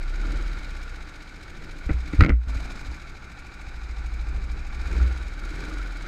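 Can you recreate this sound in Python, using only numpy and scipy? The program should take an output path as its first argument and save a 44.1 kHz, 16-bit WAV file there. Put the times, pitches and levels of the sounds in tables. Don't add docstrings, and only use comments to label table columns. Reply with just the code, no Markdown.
import sys
import numpy as np
from scipy import signal
from scipy.fft import rfft, irfft
from scipy.io import wavfile
from scipy.ndimage import uniform_filter1d

SR = 44100
rng = np.random.default_rng(int(sys.argv[2]) if len(sys.argv) > 2 else 0)


def voltage_ratio(decibels):
    exponent = np.asarray(decibels, float) / 20
    return 10 ** exponent


def put_to_file(sound):
    columns = np.atleast_2d(sound).T
    safe = np.clip(columns, -1, 1)
    whole_steps = np.round(safe * 32767)
    wavfile.write(sys.argv[1], SR, whole_steps.astype(np.int16))


N = 267687
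T = np.arange(N) / SR

# time_s, cycles_per_s
ENGINE_SPEED = [(0.0, 13.81), (0.24, 18.65), (0.38, 19.66), (0.67, 16.53), (0.92, 15.41), (1.86, 13.58),
                (2.46, 14.37), (2.77, 13.23), (3.64, 13.62), (4.02, 13.13), (4.28, 13.38), (4.71, 12.77),
                (4.93, 19.36), (5.09, 20.81), (5.4, 16.86), (5.67, 22.63), (5.8, 22.62), (6.07, 17.98)]
START_CYCLE, IDLE_CYCLES_PER_S = .56, 14
# time_s, level_db
SEAT_SHAKE = [(0, -30), (.25, -28), (.5, -29.5), (.62, -39.5), (.75, -35.5), (1.3, -49), (2.7, -29),
              (3.45, -40.5), (4.05, -28), (4.65, -26.5), (4.98, -24.5), (5.08, -36.5), (5.26, -28),
              (5.37, -29), (5.48, -23.5), (5.62, -31.5), (5.8, -21.5), (6.07, -31)]
# time_s, level_db at the padding resonance
HELMET_CONTACT = [(0, -56), (.3, -45), (.75, -46.5), (1.3, -61.5), (2.7, -41), (2.85, -32), (3.1, -46),
                  (3.45, -42.5), (3.9, -25), (4.1, -22), (4.5, -21.5), (4.72, -31.5), (4.84, -23.5),
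                  (4.94, -24.5), (5.03, -11.5), (5.16, -27), (5.4, -37), (6.07, -54)]
ORDER_LEVELS = [3.5, 3, -3.5]
ORDER_LAGS = [.4, -.43, -.3, -.4]
PADDING_HZ, PADDING_WIDTH_HZ, PADDING_STEEPNESS = 59, 16.4, 2.18

# time_s, hiss_db
ENGINE_EFFORT = [(0, -50), (.3, -45.5), (.6, -47.5), (1.2, -51.5), (2.03, -51), (2.56, -40.5),
                 (2.84, -42.5), (3.2, -45.5), (4.1, -44.5), (4.7, -44), (4.95, -36), (5.36, -40.5),
                 (5.62, -35), (5.92, -38.5), (6.07, -37.5)]
# time_s, bent_share (0-1), exhaust_ring_db
HEAD_POSE = [
    (0, 0, -76),
    (1.8, .1, -76),
    (2.9, .9, -68),
    (3.4, 1, -55),
    (4.7, 1, -54),
    (5.1, .2, -68),
    (6.07, 0, -74),
]
# head_up_db, head_down_db
TREBLE_LEVELS = (-9.5, -14)
DRONE_LEVELS = (-5, -6)
RUMBLE_LEVELS = (-8.5, -3.5)
# time_s, shell_gain_db, length_s
THROTTLE_BLIPS = [
    (0.322, 7.5, 0.14),
    (1.655, 5.5, 0.084),
    (2.652, 3, .15),
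    (4.406, 7, 0.18),
    (4.995, 9.5, 0.13),
    (5.633, 5, 0.15),
]
RUMBLE_THROTTLE_SHARE = 0.38
# pitch_hz, width_hz, head_up_db, head_down_db
CASE_MODES = [(537, 330, -12.5, -22.5), (828, 336, -10.5, -5), (1167, 46, -7, -0.5), (1436, 240, -1.5, 2),
              (1760, 260, -9, -7), (2240, 346, -5.5, -3), (2383, 190, -18, -3.5), (3150, 520, -20, -51),
              (3902, 680, -15.5, -12.5), (4654, 180, -18.5, -16), (5070, 980, -23.5, -18),
              (6580, 1100, -27, -19.5), (7820, 380, -31, -23), (8840, 400, -34, -26),
              (9600, 1100, -44, -34), (11870, 700, -40, -31.5), (12900, 500, -47, -36),
              (14300, 500, -49, -35)]
ZONE_BORDERS = [1900, 3000, 5500]
# place_cycles, length_cycles, then level_db over the steady hiss in each zone
GAS_BURSTS = [(.44, .1, 3.5, 1, 0, 0), (.74, .09, 4, 3.5, 6, 4.5), (.0, .1, 0, 5.5, 5, 9)]
BURST_FLATTENING = [0, 1.5, 1.5, .4]
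# pitch_hz, place_cycles, length_cycles, level_db under the hiss, rise_db per doubled speed
PART_RINGS = [(1400, .4, .11, -13, 8), (1480, .73, .1, -13, 8), (2260, .05, .07, -14, -8),
              (3950, .76, .06, -23, 6), (5250, .02, .05, -26, -6), (6600, .0, .05, -29, 0),
              (11800, .0, .04, -44, 0)]
# pitch_hz, width_hz, level_db
DRONE_MODES = [(161, 48, -2), (300.5, 50, 3.5), (347, 50, -3), (472, 190, -11.5)]
DRONE_THROB = .5
# pitch_hz, level_db per hertz
RUMBLE_SPECTRUM = [(5, 0), (12, 14), (25, 8), (60, 10), (85, 2), (150, 0), (220, -6), (400, -12),
                   (900, -24), (2500, -60), (20000, -130)]

# start_s, crack_peak_db, shell_db and tick_db compared with the crack
GLOVE_KNOCKS = [(1.8919, -30, 3, -25), (1.896, -24, -0.5, -36), (1.905, -26, 1.5, -34),
                (1.9293, -37, -24, -13.5), (2.077, -40.5, 0, -10), (2.1346, -30, 2, -27),
                (2.1942, -33.5, 5.5, -2), (2.2025, -26, -24, -24), (2.208, -5, -13.5, -8.5),
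                (2.215, -22, -2, -21), (2.2233, -17, -0.5, -8), (2.2362, -13, -21, -11.5),
                (2.2471, -17, -2.5, -9), (2.262, -20, -2.5, -12), (2.2845, -25.5, 3.5, -28),
                (2.2935, -17, -3.5, -9.5), (2.302, -19.5, -1, -35), (2.3204, -36.5, 4.5, -38),
                (2.331, -43, -7, -8)]
# pitch_hz, width_hz, level_db
LID_MODES = [(765, 87, -10.5), (1372, 280, 1), (2066, 450, 0), (2580, 270, -27)]
# pitch_hz, width_hz, level_db
SHELL_MODES = [(158, 47, 4), (295, 52, 3.5), (477, 180, -11.5), (560, 250, -15.5)]
# start_s, peak_db, pitch_hz, fade_s (by 60 dB), direction
HELMET_SHOVES = [(1.865, -17.5, 56, 0.1, -1.06), (1.9093, -8.5, 63.5, 0.053, 0.92),
                 (1.943, -14, 60, 0.39, 0.68), (2.135, -17.5, 70.6, 0.15, -0.64), (2.181, -14, 50, .06, -1),
                 (2.191, -2, 73, 0.17, 0.81), (2.216, -1, 130, .02, 1), (2.2205, 4, 75, .035, -1),
                 (2.237, -14, 45, 0.096, 1), (2.298, -10, 51, 0.17, 0.73), (2.319, -5.5, 59, 0.041, -1),
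                 (2.327, -8, 59, 0.38, 0.74), (2.473, -20.5, 54.3, 0.97, 0.91),
                 (2.562, -18, 60.7, 0.071, 1), (2.883, -21, 57.8, 0.23, 0.75)]
# time_s, gain_db
GAIN_DUCK = [
    (2.2, 1),
    (2.23, -20),
    (2.33, -23.5),
    (2.42, -18),
    (2.465, -14.5),
    (2.485, -8.5),
]

# time_s, firings_per_s, level_db
KART_AHEAD = [
    (2.3, 17, -74),
    (2.48, 17.5, -49),
    (2.6, 19, -47),
    (2.9, 19.4, -50.5),
    (3.0, 19.4, -58),
    (3.3, 19.4, -76),
]
AHEAD_FIRES_S = 2.709
# order (multiple of the firing rate), level_db over the rasp
AHEAD_NOTE = [(6, 4), (9, 2), (12, -4), (14.5, 5)]
SELF_NOISE_DB = -88


def unit(x):
    return x / np.sqrt(np.mean(x ** 2))


def curves(rows):
    time_s, *columns = np.transpose(rows)
    return [np.interp(T, time_s, column) for column in columns]


def walk(rate):
    hold = int(SR / rate)
    steps = np.repeat(rng.standard_normal(N // hold + 1), hold)
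    return 0.682 * uniform_filter1d(uniform_filter1d(steps, hold), hold)[:N]


def colour(x, power, size=8192):
    hz = np.arange(size // 2 + 1) * SR / size + 1
    cepstrum = irfft(np.log(power(hz)) / 2)
    cepstrum[1:size // 2] *= 2
    cepstrum[size // 2 + 1:] = 0
    response = irfft(np.exp(rfft(cepstrum)))
    return signal.fftconvolve(x, response)[:N]


def resonances(modes):
    def power(f):
        total = 0
        for hz, width, db in modes:
            off = (f - hz * hz / f) / width
            total = total + voltage_ratio(db) ** 2 / (1 + off ** 2) ** 1.5
        membrane = 1 + (f / 12500) ** 8
        return total / membrane
    return power


def zones(x):
    lows = []
    for hz in ZONE_BORDERS:
        lowpass = signal.butter(3, hz, fs=SR, output="sos")
        lows.append(signal.sosfiltfilt(lowpass, x))
    return np.diff([0 * x, *lows, x], axis=0)


def through_case(x, down):
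    head_up = colour(x, resonances([(hz, width, up_db) for hz, width, up_db, _ in CASE_MODES]))
    head_down = colour(x, resonances([(hz, width, down_db) for hz, width, _, down_db in CASE_MODES]))
    return (1 - down) * head_up + down * head_down


def engine_shake(cycle):
    speed, seat_db, contact_db = curves(ENGINE_SPEED)[0], curves(SEAT_SHAKE)[0], curves(HELMET_CONTACT)[0]
    order_levels = [seat_db]
    for order, db in enumerate(ORDER_LEVELS, start=3):
        hz = order * speed
        off = (hz - PADDING_HZ ** 2 / hz) / PADDING_WIDTH_HZ
        order_levels.append(contact_db + db - 10 * PADDING_STEEPNESS * np.log10(1 + off ** 2))
    shake = voltage_ratio(seat_db - 23.0) * np.cos(2 * np.pi * (cycle + 0.51))
    for k, db in enumerate(order_levels):
        unsteady_level = voltage_ratio(db + 1.0 * walk(3.7))
        turns = (k + 2) * cycle + ORDER_LAGS[k] + 0.022 * walk(12)
        shake = shake + unsteady_level * np.cos(2 * np.pi * turns)
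    return np.sqrt(2) * shake


def air_levels(down):
    hiss_db = curves(ENGINE_EFFORT)[0]
    boom_db = sum(db * np.exp(-((T - s) / length) ** 2) for s, db, length in THROTTLE_BLIPS)
    treble_db, drone_db, rumble_db = (up + (bent - up) * down
                                      for up, bent in (TREBLE_LEVELS, DRONE_LEVELS, RUMBLE_LEVELS))
    return (hiss_db, treble_db, hiss_db + drone_db + boom_db,
            hiss_db + rumble_db + RUMBLE_THROTTLE_SHARE * boom_db)


def gas_bursts(cycle):
    level = 1
    depth = (IDLE_CYCLES_PER_S / curves(ENGINE_SPEED)[0]) ** np.array(BURST_FLATTENING)[:, None]
    for place, length, *zone_db in GAS_BURSTS:
        since = cycle - place + .3
        count = np.floor(since).astype(int) + 1
        luck = voltage_ratio(1.5 * rng.standard_normal((count[-1] + 1, 4)))[count].T
        off = since % 1 - .3
        side_length = np.where(off < 0, .6 * length, 1.3 * length)
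        shape = np.exp(-(off / side_length) ** 2)
        level = level + (voltage_ratio(zone_db)[:, None] - 1) * luck * shape * depth
    return level


def gas_hiss(cycle, down, treble_db):
    grit = rng.standard_normal(N) * voltage_ratio(0.24 * walk(400) + 0.51 * walk(45))
    low, middle, upper, top = zones(through_case(grit, down)) * gas_bursts(cycle)
    return voltage_ratio(1.0) * unit(low + middle) + voltage_ratio(-9.5) * unit(upper) + voltage_ratio(treble_db - 2.5) * unit(top)


def part_rings(cycle):
    total = 0
    doublings = np.log2(curves(ENGINE_SPEED)[0] / IDLE_CYCLES_PER_S)
    for hz, place, length, db, rise_db in PART_RINGS:
        off = (cycle - place + .5) % 1 - .5
        puff = np.exp(-(off / length) ** 2) * voltage_ratio(1.5 * walk(20))
        tone = np.cos(2 * np.pi * (hz * T + 2.0 * walk(45)))
        total = total + voltage_ratio(db + rise_db * doublings) * unit(puff * tone)
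    return total


def exhaust_ring(cycle):
    puff = np.exp(-((cycle % 1 - .79) / .06) ** 2)
    return unit(puff * np.cos(2 * np.pi * (795 * T + .15 * walk(20))))


def shell_drone(cycle):
    throb = 1 + DRONE_THROB * np.cos(4 * np.pi * (cycle - .12))
    drive = rng.standard_normal(N) * voltage_ratio(1.8 * walk(30)) * throb
    return unit(colour(drive, resonances(DRONE_MODES)))


def rolling_rumble():
    hz, db = np.transpose(RUMBLE_SPECTRUM)
    unsteady = rng.standard_normal(N) * voltage_ratio(2 * walk(9.1))
    return unit(colour(unsteady, lambda f: voltage_ratio(np.interp(np.log(f), np.log(hz), db)) ** 2))


def engine_air(cycle):
    down, ring_db = curves(HEAD_POSE)
    hiss_db, treble_db, drone_db, rumble_db = air_levels(down)
    air = voltage_ratio(hiss_db) * (gas_hiss(cycle, down, treble_db) + part_rings(cycle))
    air = air + voltage_ratio(ring_db) * exhaust_ring(cycle)
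    air = air + voltage_ratio(drone_db - 1.0) * shell_drone(cycle)
    return air + voltage_ratio(rumble_db + 12) * rolling_rumble()


def glove_knocks():
    crack, thud, tick = np.zeros((3, N))
    t = T[:SR // 10]
    for start_s, db, shell_db, tick_db in GLOVE_KNOCKS:
        i = int(start_s * SR)
        span = slice(i, i + len(t))
        rough = rng.standard_normal(len(t))
        blow = np.exp(-t / .0018)
        crack[span] += voltage_ratio(db) * rough * (blow + 0.16 * np.exp(-t / 0.02))
        tick[span] += voltage_ratio(db + tick_db) * rough * (blow + .06 * np.exp(-t / 0.01))
        thud[span] += voltage_ratio(db + shell_db) * (np.exp(-t / 0.00058) + 0.41 * rough * np.exp(-t / 0.017))
    lid = zones(colour(crack, resonances(LID_MODES)))[:2].sum(axis=0)
    ticks = voltage_ratio([19, 13]) @ zones(through_case(tick, 0))[2:]
    shell = colour(thud, resonances(SHELL_MODES))
    return voltage_ratio(9.5) * lid + ticks + voltage_ratio(18.5) * shell


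def helmet_shoves():
    swing = np.zeros(N)
    for start_s, db, hz, fade_s, direction in HELMET_SHOVES:
        t = np.maximum(T - start_s, 0)
        swing += direction * voltage_ratio(db - 60 * t / fade_s) * np.sin(2 * np.pi * hz * t)
    return uniform_filter1d(uniform_filter1d(swing, size=90), size=70)


def kart_ahead():
    rate, db = curves(KART_AHEAD)
    cycle = np.cumsum(rate) / SR
    cycle = cycle - np.interp(AHEAD_FIRES_S, T, cycle)
    off = (cycle + .5) % 1 - .5
    puff = .2 + np.exp(-(off / .12) ** 2)
    bright = zones(through_case(rng.standard_normal(N), 0.64))[2:].sum(axis=0)
    rasp = unit(puff * bright)
    deep = colour(rng.standard_normal(N), resonances([(225, 93, 0), (750, 730, -6)]))
    growl = unit(puff * deep)
    note = sum(voltage_ratio(gain_db) * np.cos(2 * np.pi * (order * cycle + 0.108 * walk(10)))
               for order, gain_db in AHEAD_NOTE)
    return voltage_ratio(db) * (voltage_ratio(-1.5) * rasp + voltage_ratio(4) * growl + voltage_ratio(1) * note)


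def self_noise():
    return voltage_ratio(SELF_NOISE_DB) * rng.standard_normal(N)


def scene():
    cycle = START_CYCLE + np.cumsum(curves(ENGINE_SPEED)[0]) / SR
    engines = engine_shake(cycle) + engine_air(cycle) + kart_ahead() + self_noise()
    bumps = glove_knocks() + helmet_shoves()
    return (engines * voltage_ratio(curves(GAIN_DUCK)[0]) + bumps)[None]


def band_limit(x):
    return signal.sosfilt(signal.butter(12, 15240, fs=SR, output="sos"), x)


def record(dry):
    mix = np.tanh(0.68 * dry) / 0.54
    return band_limit(mix)


dry = scene()
out = record(dry)
put_to_file(out)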